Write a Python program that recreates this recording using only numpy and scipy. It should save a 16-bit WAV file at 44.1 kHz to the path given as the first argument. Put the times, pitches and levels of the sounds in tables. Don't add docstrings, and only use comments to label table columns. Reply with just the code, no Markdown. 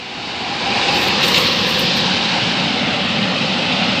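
import sys
import numpy as np
from scipy import signal
from scipy.fft import rfft, irfft
from scipy.io import wavfile
from scipy.ndimage import uniform_filter1d

SR = 44100
rng = np.random.default_rng(int(sys.argv[2]) if len(sys.argv) > 2 else 0)


def store_wav(level_fs):
    pcm = np.round(np.clip(np.atleast_2d(level_fs), -1, 1) * 32767)
    wavfile.write(sys.argv[1], SR, pcm.T.astype(np.int16))


N = 176400
TIME = np.arange(N) / SR

# (time [s], roar [dB], blade hiss [dB], top of the hiss [dB])
AIR_FADERS = [(0, -36, -32, -38.5), (.28, -32, -28.5, -33.5), (.58, -27.5, -26, -30.5),
              (.84, -23.5, -19, -23.5), (1.15, -24.5, -18.5, -25), (1.45, -25, -16, -27),
              (1.62, -26.5, -18, -29.5), (1.87, -27.5, -17.5, -27.5), (2.1, -26, -19.2, -25.5),
              (2.3, -25, -21, -27), (2.5, -25, -21, -27), (3, -24.5, -23, -30.5), (3.55, -25.5, -22, -29),
              (4, -23, -21, -28.5)]
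# (frequency [Hz], outlet [dB], intake [dB], back [dB])
ROAR_EQ = [(20, -30, -23, -33), (38.3, -32, -24, -36), (62.6, -7, -5, -11), (117, -1, 2.5, 1.5),
           (248, 4.5, 0.5, 8), (307, 6, 3, 4), (357, 8.5, 6.5, 0.5), (396, 7, 6, 0), (500, 1.5, -4, 3),
           (600, -3.5, -8, 5), (643, -2.5, -15, -1), (740, 3.5, 3.5, 4), (905, -3, -2, 2), (965, 5, 3, 0.5),
           (1240, -1, 1, -0.5), (1480, -4, -0.5, -1), (1840, -1, 2.5, -1), (2650, -1.5, -4.5, 1),
           (4100, -26, -7, -6.5), (7000, -46, -53, -56), (12000, -82, -91, -81)]
def roar(trim_db=3.5):
    return amp(curves(AIR_FADERS)[0] + trim_db) * placed_noise(ROAR_EQ)


# (frequency [Hz], outlet [dB], intake [dB], back [dB])
HISS_EQ = [(500, -41, -47, -46), (1710, -15, -24, -21), (2210, -7, -11, -7), (2350, -3, -5.5, -4),
           (2650, 3, -1, 0), (2850, 0.5, 0.5, 1), (2980, -0.5, -1, 1.5), (3130, -4, -1.5, 0),
           (3300, -2.5, -3.5, -4), (3770, -3, -0.5, -2.5), (4440, -13, -5, -17), (5300, -23, -10, -16.5),
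           (6570, -26, -24.5, -35), (12000, -84, -89, -97)]
# (frequency [Hz], relative level [dB])
TOP_EQ = [(1500, -35), (3300, 1), (4300, 6), (5000, 2), (5700, -6.5), (6500, -11), (8000, -17.5),
          (9200, -27.5), (10500, -64), (15000, -70)]
def blade_hiss(hiss_trim_db=-1.5, top_trim_db=1):
    _, hiss_db, top_db = curves(AIR_FADERS)
    body = amp(hiss_db + hiss_trim_db) * placed_noise(HISS_EQ)
    return body + amp(top_db + top_trim_db) * noise(TOP_EQ)


# (time [s], length before release [s], level [dB])
GUST_CUES = [(1.224, .022, -13.5), (1.272, .022, -24), (1.336, .011, -12), (1.356, .026, -13.7)]
# (frequency [Hz], relative level [dB])
GUST_EQ = [(1500, -30), (2400, -1), (2700, 1), (3200, -2.5), (3500, -2), (4100, -2.5), (4800, -14),
           (7000, -21), (11000, -70)]
def gusts(attack_s=0.0099, release_s=0.0065):
    envelope = np.zeros(N)
    for start, length, db in GUST_CUES:
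        age = TIME - start
        attack = np.clip(age / attack_s, 0, 1)
        release = np.exp(-np.maximum(age - length, 0) / release_s)
        envelope += amp(db) * attack * release
    return envelope * noise(GUST_EQ)


def eddies(air, depth_db=0.91):
    spectrum = signal.stft(air, nperseg=512, noverlap=384)[2]
    patches = uniform_filter1d(rng.standard_normal(spectrum.T.shape), 14, 0)
    patches = uniform_filter1d(patches, 5, 1)
    return signal.istft(spectrum * amp(depth_db * unit(patches).T), nperseg=512, noverlap=384)[1][:N]


def airflow(flutter_db=0.41, swell_db=0.03):
    hiss = blade_hiss() + gusts()
    air = roar() + hiss * amp(flutter_db * wander(rate_hz=35))
    return eddies(air) * amp(swell_db * wander(rate_hz=20))


# (time [s], lag behind the direct sound [ms], bass gain [0-1])
FLOOR_BOUNCE = [(0, 1.35, 0.37), (.7, 1.29, 0.34), (1.15, 1.25, 0), (1.42, 0.9, 0.42), (1.8, 1.14, 0.16),
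                (2.1, 1.27, 0.3), (2.55, 1.29, 0.21), (2.9, 1.46, 0.38), (3.2, 1.6, 0.23), (4, 1.44, 0.23)]
def reflections(air, floor_cutoff_hz=2650, scroll_lag_ms=3.87, scroll_gain=0.042):
    frames = dict(nperseg=2048, noverlap=1792)
    hz, t, spectrum = signal.stft(air, SR, **frames)
    hz = hz[:, None]
    times, lag_ms, gain = np.transpose(FLOOR_BOUNCE)
    phase_per_ms = -2j * np.pi * hz / 1000
    floor_gain = np.interp(t, times, gain) / (1 + (hz / floor_cutoff_hz) ** 2)
    floor = floor_gain * np.exp(phase_per_ms * np.interp(t, times, lag_ms))
    scroll = scroll_gain * np.exp(phase_per_ms * scroll_lag_ms)
    return signal.istft(spectrum * (1 + floor + scroll), **frames)[1][:N]


# (time [s], low [dB], middle [dB], high [dB])
HOUSING_FADERS = [(0, -48, -56, -43), (.5, -37, -43, -36.5), (.72, -42, -31, -34), (.93, -30, -31, -25.5),
                  (1.15, -28, -29, -28.5), (1.35, -26.5, -25.5, -46), (1.6, -27.5, -28.5, -43),
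                  (2.0, -23.5, -30, -30.5), (2.25, -29, -32.5, -33), (2.7, -24, -40, -43),
                  (3.15, -27, -44, -48), (3.6, -24.5, -28, -30.5), (4, -25, -34.5, -40)]
# (centre in front [Hz], centre behind the scroll [Hz], width [Hz])
HOUSING_MODES = [(199, 202, 111), (512, 548, 113), (813, 810, 170)]
def housing():
    behind = np.clip(curves(MIC_PATH)[0] - 1, 0, 1)
    out = np.zeros(N)
    for (front_hz, back_hz, width_hz), db in zip(HOUSING_MODES, curves(HOUSING_FADERS)):
        front = np.sqrt(1 - behind) * ringing(front_hz, width_hz)
        back = np.sqrt(behind) * ringing(back_hz, width_hz)
        out += amp(db) * (front + back)
    return out


def drone(trim_db=-8):
    return amp(curves(HOUSING_FADERS)[0] + trim_db) * wavering(hz=186.3, waver_hz=6.98, flutter_db=3)


# (time [s], level [dB])
WHINE_FADER = [(0, -56), (.2, -39), (.5, -36), (.95, -27), (1.15, -45), (1.4, -47), (4, -50)]
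def wheel_whine():
    return amp(curves(WHINE_FADER)[0]) * wavering(hz=818.6, waver_hz=5.8, flutter_db=4)


# (time [s], level [dB])
CRACKLE_FADER = [(0, -72), (.85, -78), (.94, -45), (1.03, -36.5), (1.065, -41), (1.18, -65), (1.235, -35),
                 (1.285, -31.5), (1.33, -38), (1.385, -31), (1.5, -45.5), (1.64, -49), (1.705, -36.5),
                 (1.76, -45), (1.81, -38), (1.925, -65), (1.97, -39), (2.03, -59), (2.12, -75), (2.8, -84)]
# (frequency [Hz], relative level [dB])
CRACKLE_EQ = [(2000, -25), (5000, 3.5), (8000, 5.5), (9500, -1), (11000, -6.5), (13000, 4.5), (14300, 7),
              (16000, -30)]
def draught(roughness_db=2):
    crackle = noise(CRACKLE_EQ) * amp(roughness_db * wander(rate_hz=250))
    return amp(curves(CRACKLE_FADER)[0]) * unit(crackle)


# (time [s], level [dB])
TICK_CUES = [(1.08, -33), (1.793, -24.5)]
# (time [s], pitch [Hz], peak level [dB])
BUMP_CUES = [(.655, 790, -18), (.70, 215, -23), (2.41, 125, -21), (2.995, 185, -18), (3.207, 200, -13.5),
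             (3.803, 188, -13.5)]
def handling(tick_decay_s=0.007, bump_rise_s=0.018):
    out = np.zeros(N)
    for start, db in TICK_CUES:
        envelope = (TIME >= start) * np.exp(-abs(TIME - start) / tick_decay_s)
        out += amp(db) * envelope * ringing(centre_hz=13600, width_hz=7300)
    for start, hz, db in BUMP_CUES:
        rise = np.maximum(TIME - start, 0) / bump_rise_s
        envelope = (rise * np.exp(1 - rise)) ** 2
        out += amp(db) * envelope * np.sin(2 * np.pi * hz * (TIME - start))
    return out


# (frequency [Hz], level with the roar fader at its median [dB])
HUM_PARTIALS = [(120, -44.5), (240, -37.5)]
def motor_hum():
    roar_db = curves(AIR_FADERS)[0]
    hum = sum(amp(db) * np.sqrt(2) * np.sin(2 * np.pi * (hz * TIME + rng.random()))
              for hz, db in HUM_PARTIALS)
    return amp(roar_db - np.median(roar_db)) * hum


# (time [s], place [0 outlet, 1 intake, 2 back])
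MIC_PATH = [(0, 0), (1.0, 0), (1.3, 1), (1.85, 1), (2.7, 2), (4, 2)]
def placed_noise(eq):
    place = curves(MIC_PATH)[0]
    hz, *colours = np.transpose(eq)
    return sum(np.sqrt(np.maximum(1 - abs(place - k), 0)) * noise(np.transpose([hz, db]))
               for k, db in enumerate(colours))


def noise(eq):
    eq_hz, db = np.transpose(eq)
    hz = np.fft.rfftfreq(N, 1 / SR)
    gain = amp(np.interp(np.log(hz + 1), np.log(eq_hz), db))
    return unit(irfft(rfft(rng.standard_normal(N)) * gain, N))


def ringing(centre_hz, width_hz):
    hz = np.fft.rfftfreq(N, 1 / SR) + 1
    detune = (hz ** 2 - centre_hz ** 2) / (hz * width_hz)
    return unit(irfft(rfft(rng.standard_normal(N)) / (1 + detune ** 2), N))


def wavering(hz, waver_hz, flutter_db, rate_hz=23.3):
    cycles = np.cumsum(hz + waver_hz * wander(rate_hz)) / SR
    return unit(np.sin(2 * np.pi * cycles) * amp(flutter_db * wander(rate_hz)))


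def wander(rate_hz):
    hz = np.fft.rfftfreq(N, 1 / SR)
    return unit(irfft(rfft(rng.standard_normal(N)) * (hz > 0) * np.exp(-(hz / rate_hz) ** 2), N))


def curves(table):
    times, *columns = np.transpose(table)
    return [np.interp(TIME, times, column) for column in columns]


def amp(db):
    return 10 ** (np.asarray(db) / 20)


def unit(x):
    return x / np.sqrt(np.mean(x ** 2) + 1e-20)


def scene():
    blower = reflections(airflow()) + housing() + drone() + wheel_whine() + motor_hum()
    return (blower + draught() + handling())[None]


def record(dry, cutoff_hz=14850):
    lowpass = signal.firwin(511, cutoff_hz, window=("kaiser", 9), fs=SR)
    return signal.oaconvolve(dry, lowpass[None], "same")


dry = scene()
out = record(dry)
store_wav(out)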